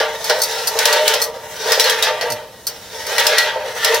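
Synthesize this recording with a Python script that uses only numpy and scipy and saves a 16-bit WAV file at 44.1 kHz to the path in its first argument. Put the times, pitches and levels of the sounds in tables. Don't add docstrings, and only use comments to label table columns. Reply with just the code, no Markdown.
import sys
import numpy as np
from scipy import signal
from scipy.fft import rfft, irfft
from scipy.io import wavfile

SR = 44100
rng = np.random.default_rng(int(sys.argv[2]) if len(sys.argv) > 2 else 0)


def int16_out(signal):
    q = np.round(np.clip(np.atleast_2d(signal).T, -1, 1) * 32767)
    wavfile.write(sys.argv[1], SR, q.astype(np.int16))


N = 176400
T = np.arange(N) / SR
LOWEST_HZ = 418

# frequency in Hz, side against mid in dB.
STEREO_WIDTH = [(100, -16.5), (450, -18.5), (1000, -16), (2000, -9.5), (4500, -8), (8000, 2.5), (15000, -1)]


def amp(db):
    return 10 ** (np.asarray(db) / 20)


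def unit(x):
    return x / np.sqrt(np.mean(x ** 2))


def by_hz(points, hz):
    f, db = np.array(points).T
    return amp(np.interp(np.log(hz + 1), np.log(f), db))


def pan(db):
    return amp(np.array([[db], [-db]]) / 2)


def cut(x, hz, kind, order=4):
    return signal.sosfilt(signal.butter(order, hz, kind, fs=SR, output="sos"), x)


def add(out, start, x):
    i = max(int(start * SR), 0)
    out[:, i:i + x.shape[1]] += x[:, :N - i]


def waver(per_s):
    return np.interp(T * per_s, np.arange(8000), rng.standard_normal(8000))


def noise(points, size=N):
    hz = np.arange(size // 2 + 1) * SR / size
    mid, side = rfft(rng.standard_normal((2, size))) * by_hz(points, hz)
    side = side * by_hz(STEREO_WIDTH, hz)
    return unit(irfft(np.array([mid + side, mid - side]), size))


def burst(source, env):
    i = rng.integers(N - len(env))
    return source[:, i:i + len(env)] * env


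def ring(modes):
    out, t = 0, T[:SR // 3]
    for (hz, db, t60), sign in zip(modes, rng.choice([-1, 1], len(modes))):
        lag = sign * np.arctan(by_hz(STEREO_WIDTH, hz)) * np.array([[1], [-1]])
        out = out + amp(db) * np.sin(2 * np.pi * hz * t + lag) * np.exp(-np.log(1000) * t / t60)
    return out


def ladder_tone():
    # frequency in Hz, relative energy in dB, T60 in seconds.
    modes = [(451, -1, .5), (482, -7, .18), (515, -7, .16), (609, 1, .6), (636, -8, .18), (786, -10, .28),
             (902, -4, .42), (935, -6, .42), (1172, -12, .42), (1372, -13, .2), (1925, -4, .28),
             (3311, -15, .18), (3787, -14, .28), (4270, -14, .26)]
    return unit(ring([(hz, db - 10 * np.log10(t60), t60) for hz, db, t60 in modes]))


def tap_response(tone):
    # frequency in Hz, relative spectral density in dB.
    wash_spectrum = [(300, -11), (390, -12.5), (460, 6.5), (640, -4), (720, -9.5), (900, -1.5), (1100, -14),
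                     (1450, -4.5), (1900, -2), (2150, -7.5), (3300, -7), (5400, -4.5), (7200, -21.5),
                     (15500, -25)]
    size, wash_t60_s = tone.shape[1], .17
    wash = noise(wash_spectrum, size) * np.exp(-np.log(1000) * T[:size] / wash_t60_s)
    body = cut(tone + amp(5.5) * unit(wash), LOWEST_HZ, "high", order=8)
    return unit(body) / np.sqrt(size)


def knock(tone, db):
    t, chatter_s = T[:SR // 10], .017
    chatter = unit(rng.standard_normal(len(t)) * np.exp(-t / chatter_s))
    force = amp(-5.5) * chatter / np.sqrt(len(t))
    force[0] += 1
    return amp(db + 25.5) * signal.fftconvolve(force[None], tap_response(tone))


def outdoor_air():
    # frequency in Hz, relative spectral density in dB.
    air_spectrum = [(25, -11), (45, -10), (72, 1.5), (110, 0), (170, -1.5), (300, -5.5), (600, 0),
                    (1500, -21), (5000, -20), (15000, -20.5)]
    return amp(-43.5) * noise(air_spectrum)


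def judder():
    centre_s, width_s, centre_hz, slowing_s = 2.335, .03, 117, .21
    since = np.clip(T - centre_s, -.2, .2)
    slip_hz = centre_hz * np.exp(-since / slowing_s) * (1 + .05 * waver(per_s=80))
    phase = 2 * np.pi * np.cumsum(slip_hz) / SR
    buzz = sum(amp(-4 * np.log2(k)) * np.sin(k * phase) for k in range(1, 7))
    swell = np.exp(-(since / width_s) ** 2 / 2)
    return amp(-37 + 3 * waver(per_s=80)) * buzz * swell


def rung_locks(): 
    # start in seconds, relative level in dB, left over right in dB.
    clinks = [(0.2423, -21.5, 0), (0.4175, -11.5, 1), (.4345, -13.5, 0), (0.6714, -14, -3),
              (0.6761, -15, 2), (1.2163, -13, 0), (1.221, -18.5, 2), (1.238, -19, 2), (2.301, -21.5, 0),
              (2.32, -20.5, -2), (2.668, -15.5, -0.5), (2.676, -23.5, 1), (3.0658, -24.5, 2),
              (3.9428, -14.5, 3.5)]
    # frequency in Hz, relative level in dB, T60 in seconds.
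    lock_modes = [(4340, -6.5, 0.1), (4470, 6, .1), (5170, 3, .08), (5270, -7, .09), (5980, -1.5, 0.14),
                  (8740, 3.5, 0.074), (9750, -5.5, 0.12), (12070, 3, .11), (16100, 2, .06)]
    # frequency in Hz, relative spectral density in dB.
    rattle_spectrum = [(400, -18), (1200, -4.5), (3000, -13), (4400, -0.5), (6200, 1.5), (7400, -9),
                       (9500, -3), (11500, -14), (13000, -1.5), (15500, -8)]
    detune, attack_s, rattle_decay_s = .0121, .00059, .012
    out, t = np.zeros((2, N)), T[:SR // 3]
    rattle = noise(rattle_spectrum)
    attack = 1 - np.exp(-t / attack_s)
    for start, db, pan_db in clinks:
        modes = [(hz * (1 + detune * rng.standard_normal()), level, t60) for hz, level, t60 in lock_modes]
        clink = amp(-8.5) * ring(modes) + burst(rattle, np.exp(-t / rattle_decay_s))
        add(out, start, amp(db) * pan(pan_db) * clink * attack)
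    return cut(out, LOWEST_HZ, "high")


def bumps(tone):
    # start in seconds, relative level in dB.
    blows = [(.355, -18), (.565, -18), (.754, -13.5), (.96, -34), (1.115, -18), (1.656, -12), (1.775, -8.5),
             (2.075, -16.5), (2.355, -34), (3.119, -16.5), (3.255, -8.5), (3.33, -15.5), (3.558, -12.5),
             (3.931, -21)]
    out = np.zeros((2, N))
    for start, db in blows:
        add(out, start, knock(tone, db))
    return cut(out, 1050, "low")


def singing():
    # centre in seconds, half length in seconds, pitch in Hz, peak level in dB.
    notes = [(.985, .018, 480, -21), (1.025, .032, 609, -14), (1.0, .03, 902, -24), (1.69, .025, 612, -21),
             (1.82, .025, 1926, -22), (2.26, .022, 480, -23), (3.62, .022, 610, -24),
             (3.405, .035, 1928, -17), (3.415, .022, 4270, -20), (3.91, .025, 458, -18)]
    out = 0
    for centre, half, hz, db in notes:
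        phase = 2 * np.pi * np.cumsum(hz * (1 + .008 * waver(per_s=90))) / SR
        swell = np.exp(-((T - centre) / half) ** 2 / 2)
        out = out + amp(db) * swell * np.sin(phase)
    return out


def clacks(tone):
    # start in seconds, crack level in dB, crack decay in seconds,
    # relative knock level in dB, flange pitch in Hz, flange level in dB.
    hits = [(.001, -39, 0.014, -14.5, 1860, -18.5), (.2965, -11, 0.0043, -11, 4740, -24),
            (0.7885, -5.5, .004, -14.5, 5160, -22), (0.8549, 2, 0.0029, -10, 3180, -19),
            (.9265, -9.5, 0.009, -14.5, 4370, -15), (1.0787, -0.5, 0.0036, -12.5, 5300, -28),
            (1.1383, -11, .007, -12, 3200, -23), (1.7195, -5.5, .005, -8.5, 5080, -12),
            (1.7968, 1, 0.0022, -14, 3960, -12), (1.8045, -6, 0.0053, -20, 5580, -9.5),
            (1.841, -15, .008, -15, 4270, -13), (1.896, -10, 0.011, -19, 3250, -15),
            (2.0242, -11.5, 0.016, -16.5, 3795, -13), (2.211, -26, 0.007, -17, 4450, -20.5),
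            (3.1807, -12, .005, -8.5, 1937, -13), (3.196, -11, 0.0071, -20, 3460, -15),
            (3.2675, -1.5, .004, -20, 5300, -11.5), (3.3832, -3.5, 0.0048, -13, 4270, -9.5),
            (3.8457, -5, 0.0047, -11, 5300, -16.5)]
    # frequency in Hz, relative spectral density in dB.
    crack_spectrum = [(300, -36), (1000, -31), (2500, -1.5), (4000, 3), (5600, 2), (7200, -5),
                      (11000, -6.5), (15500, -9)]
    attack_s, tail_s, flange_t60_s = .00056, .044, .15
    out, t = np.zeros((2, N)), T[:SR // 5]
    bright = noise(crack_spectrum) * pan(1.5)
    attack = 1 - np.exp(-t / attack_s)
    tail = amp(-16.5) * np.exp(-t / tail_s)
    for start, crack_db, decay, knock_db, flange_hz, flange_db in hits:
        env = attack * (np.exp(-t / decay) + tail)
        add(out, start, amp(crack_db) * burst(bright, env))
        add(out, start, ring([(flange_hz, flange_db, flange_t60_s)]))
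        add(out, start, knock(tone, knock_db))
    return cut(out, LOWEST_HZ, "high")


def sliding(tone):
    # time in seconds, then low ring, scrape, treble and top hiss
    # in dB before each band's trim.
    rubbing = [(0.0, -5.5, -14.5, -42, -49), (0.02, -23, -24, -39.5, -46.5), (0.22, -33, -37.5, -37.5, -42),
               (0.29, -29, -24.5, -25.5, -33), (0.3, -11, -17.5, -25, -44), (0.38, -21, -29, -32.5, -35),
               (0.44, -24.5, -29.5, -29.5, -37), (0.58, -26, -26.5, -30, -36),
               (0.75, -27, -34.5, -38.5, -41), (0.77, -23, -27.5, -30, -36), (0.8, -21.5, -18, -28.5, -32),
               (0.96, -17, -16, -25, -35), (1.02, -21, -26.5, -35, -38.5), (1.09, -25, -18.5, -30, -30.5),
               (1.14, -16.5, -20.5, -26, -56), (1.22, -27, -28.5, -38, -29), (1.29, -27.5, -41.5, -46, -58),
               (1.5, -36.5, -37.5, -46.5, -43.5), (1.63, -27.5, -31.5, -29, -40),
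               (1.66, -21.5, -23.5, -29.5, -34), (1.77, -26, -19, -24.5, -32),
               (1.89, -21, -19, -26.5, -34.5), (2.02, -28, -25.5, -35, -41), (2.04, -19, -18, -19, -37),
               (2.08, -18.5, -21, -30, -43), (2.14, -26, -26, -38, -47), (2.24, -20, -26.5, -43, -45),
               (2.34, -27, -32.5, -45.5, -46), (2.46, -42, -48.5, -54.5, -69),
               (2.65, -42.5, -45.5, -47, -47), (2.67, -35, -38, -39, -48), (2.77, -46, -45, -46, -50),
               (3.0, -33, -35.5, -36.5, -43.5), (3.16, -24, -23.5, -29.5, -35.5),
               (3.19, -27, -18.5, -28, -44), (3.24, -25, -20, -27.5, -30.5), (3.32, -16, -16, -25.5, -39),
               (3.41, -26, -16, -24.5, -31), (3.46, -19, -19, -29, -44), (3.58, -25.5, -31.5, -45, -52.5),
               (3.74, -29, -32.5, -38, -41.5), (3.84, -30, -19, -28, -34.5), (3.93, -15, -20, -28.5, -37),
               (4.0, -35, -29, -42, -36)]
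    bands_hz = [(200, 1100), (1100, 3600), (3600, 6800), (6800, 17000)]
    trims_db = (-1.5, -1, 1, 5)
    catches_per_s, spread_db, uneven_db, contact_s = 3000, 3, 2.5, .14
    times, *levels = np.array(rubbing).T
    catches = (rng.random(N) < catches_per_s / SR) * rng.choice([-1, 1], N)
    sizes = amp(spread_db * np.minimum(rng.exponential(size=N), 5))
    friction = unit(catches * sizes * amp(uneven_db * waver(per_s=55)))
    drives = [friction * amp(np.interp(T, times, db) + trim) for db, trim in zip(levels, trims_db)]
    out, step = np.zeros((2, N)), int(contact_s * SR)
    for i in range(0, N, step):
        body = tap_response(tone)
        for band, drive in zip(bands_hz, drives):
            response = unit(cut(body, band, "band")) / np.sqrt(body.shape[1])
            add(out, i / SR, signal.fftconvolve(drive[None, i:i + step], response))
    return out


def scene():
    tone = ladder_tone()
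    ladder = sliding(tone) + singing() + clacks(tone) + bumps(tone) + rung_locks() + judder()
    return ladder + outdoor_air()


def record(dry):
    threshold_db, window_s, ratio = -15.5, .026, 1.45
    drive, top_hz = 1.116, 15800
    pole = np.exp(-1 / (window_s * SR))
    loudness = np.sqrt(signal.lfilter([1 - pole], [1, -pole], np.mean(dry ** 2, axis=0)))
    gain = np.maximum(loudness / amp(threshold_db), 1) ** (1 / ratio - 1)
    saturated = np.tanh(drive * gain * dry)
    return signal.sosfilt(signal.ellip(10, .2, 70, top_hz, fs=SR, output="sos"), saturated)


dry = scene()
out = record(dry)
int16_out(out)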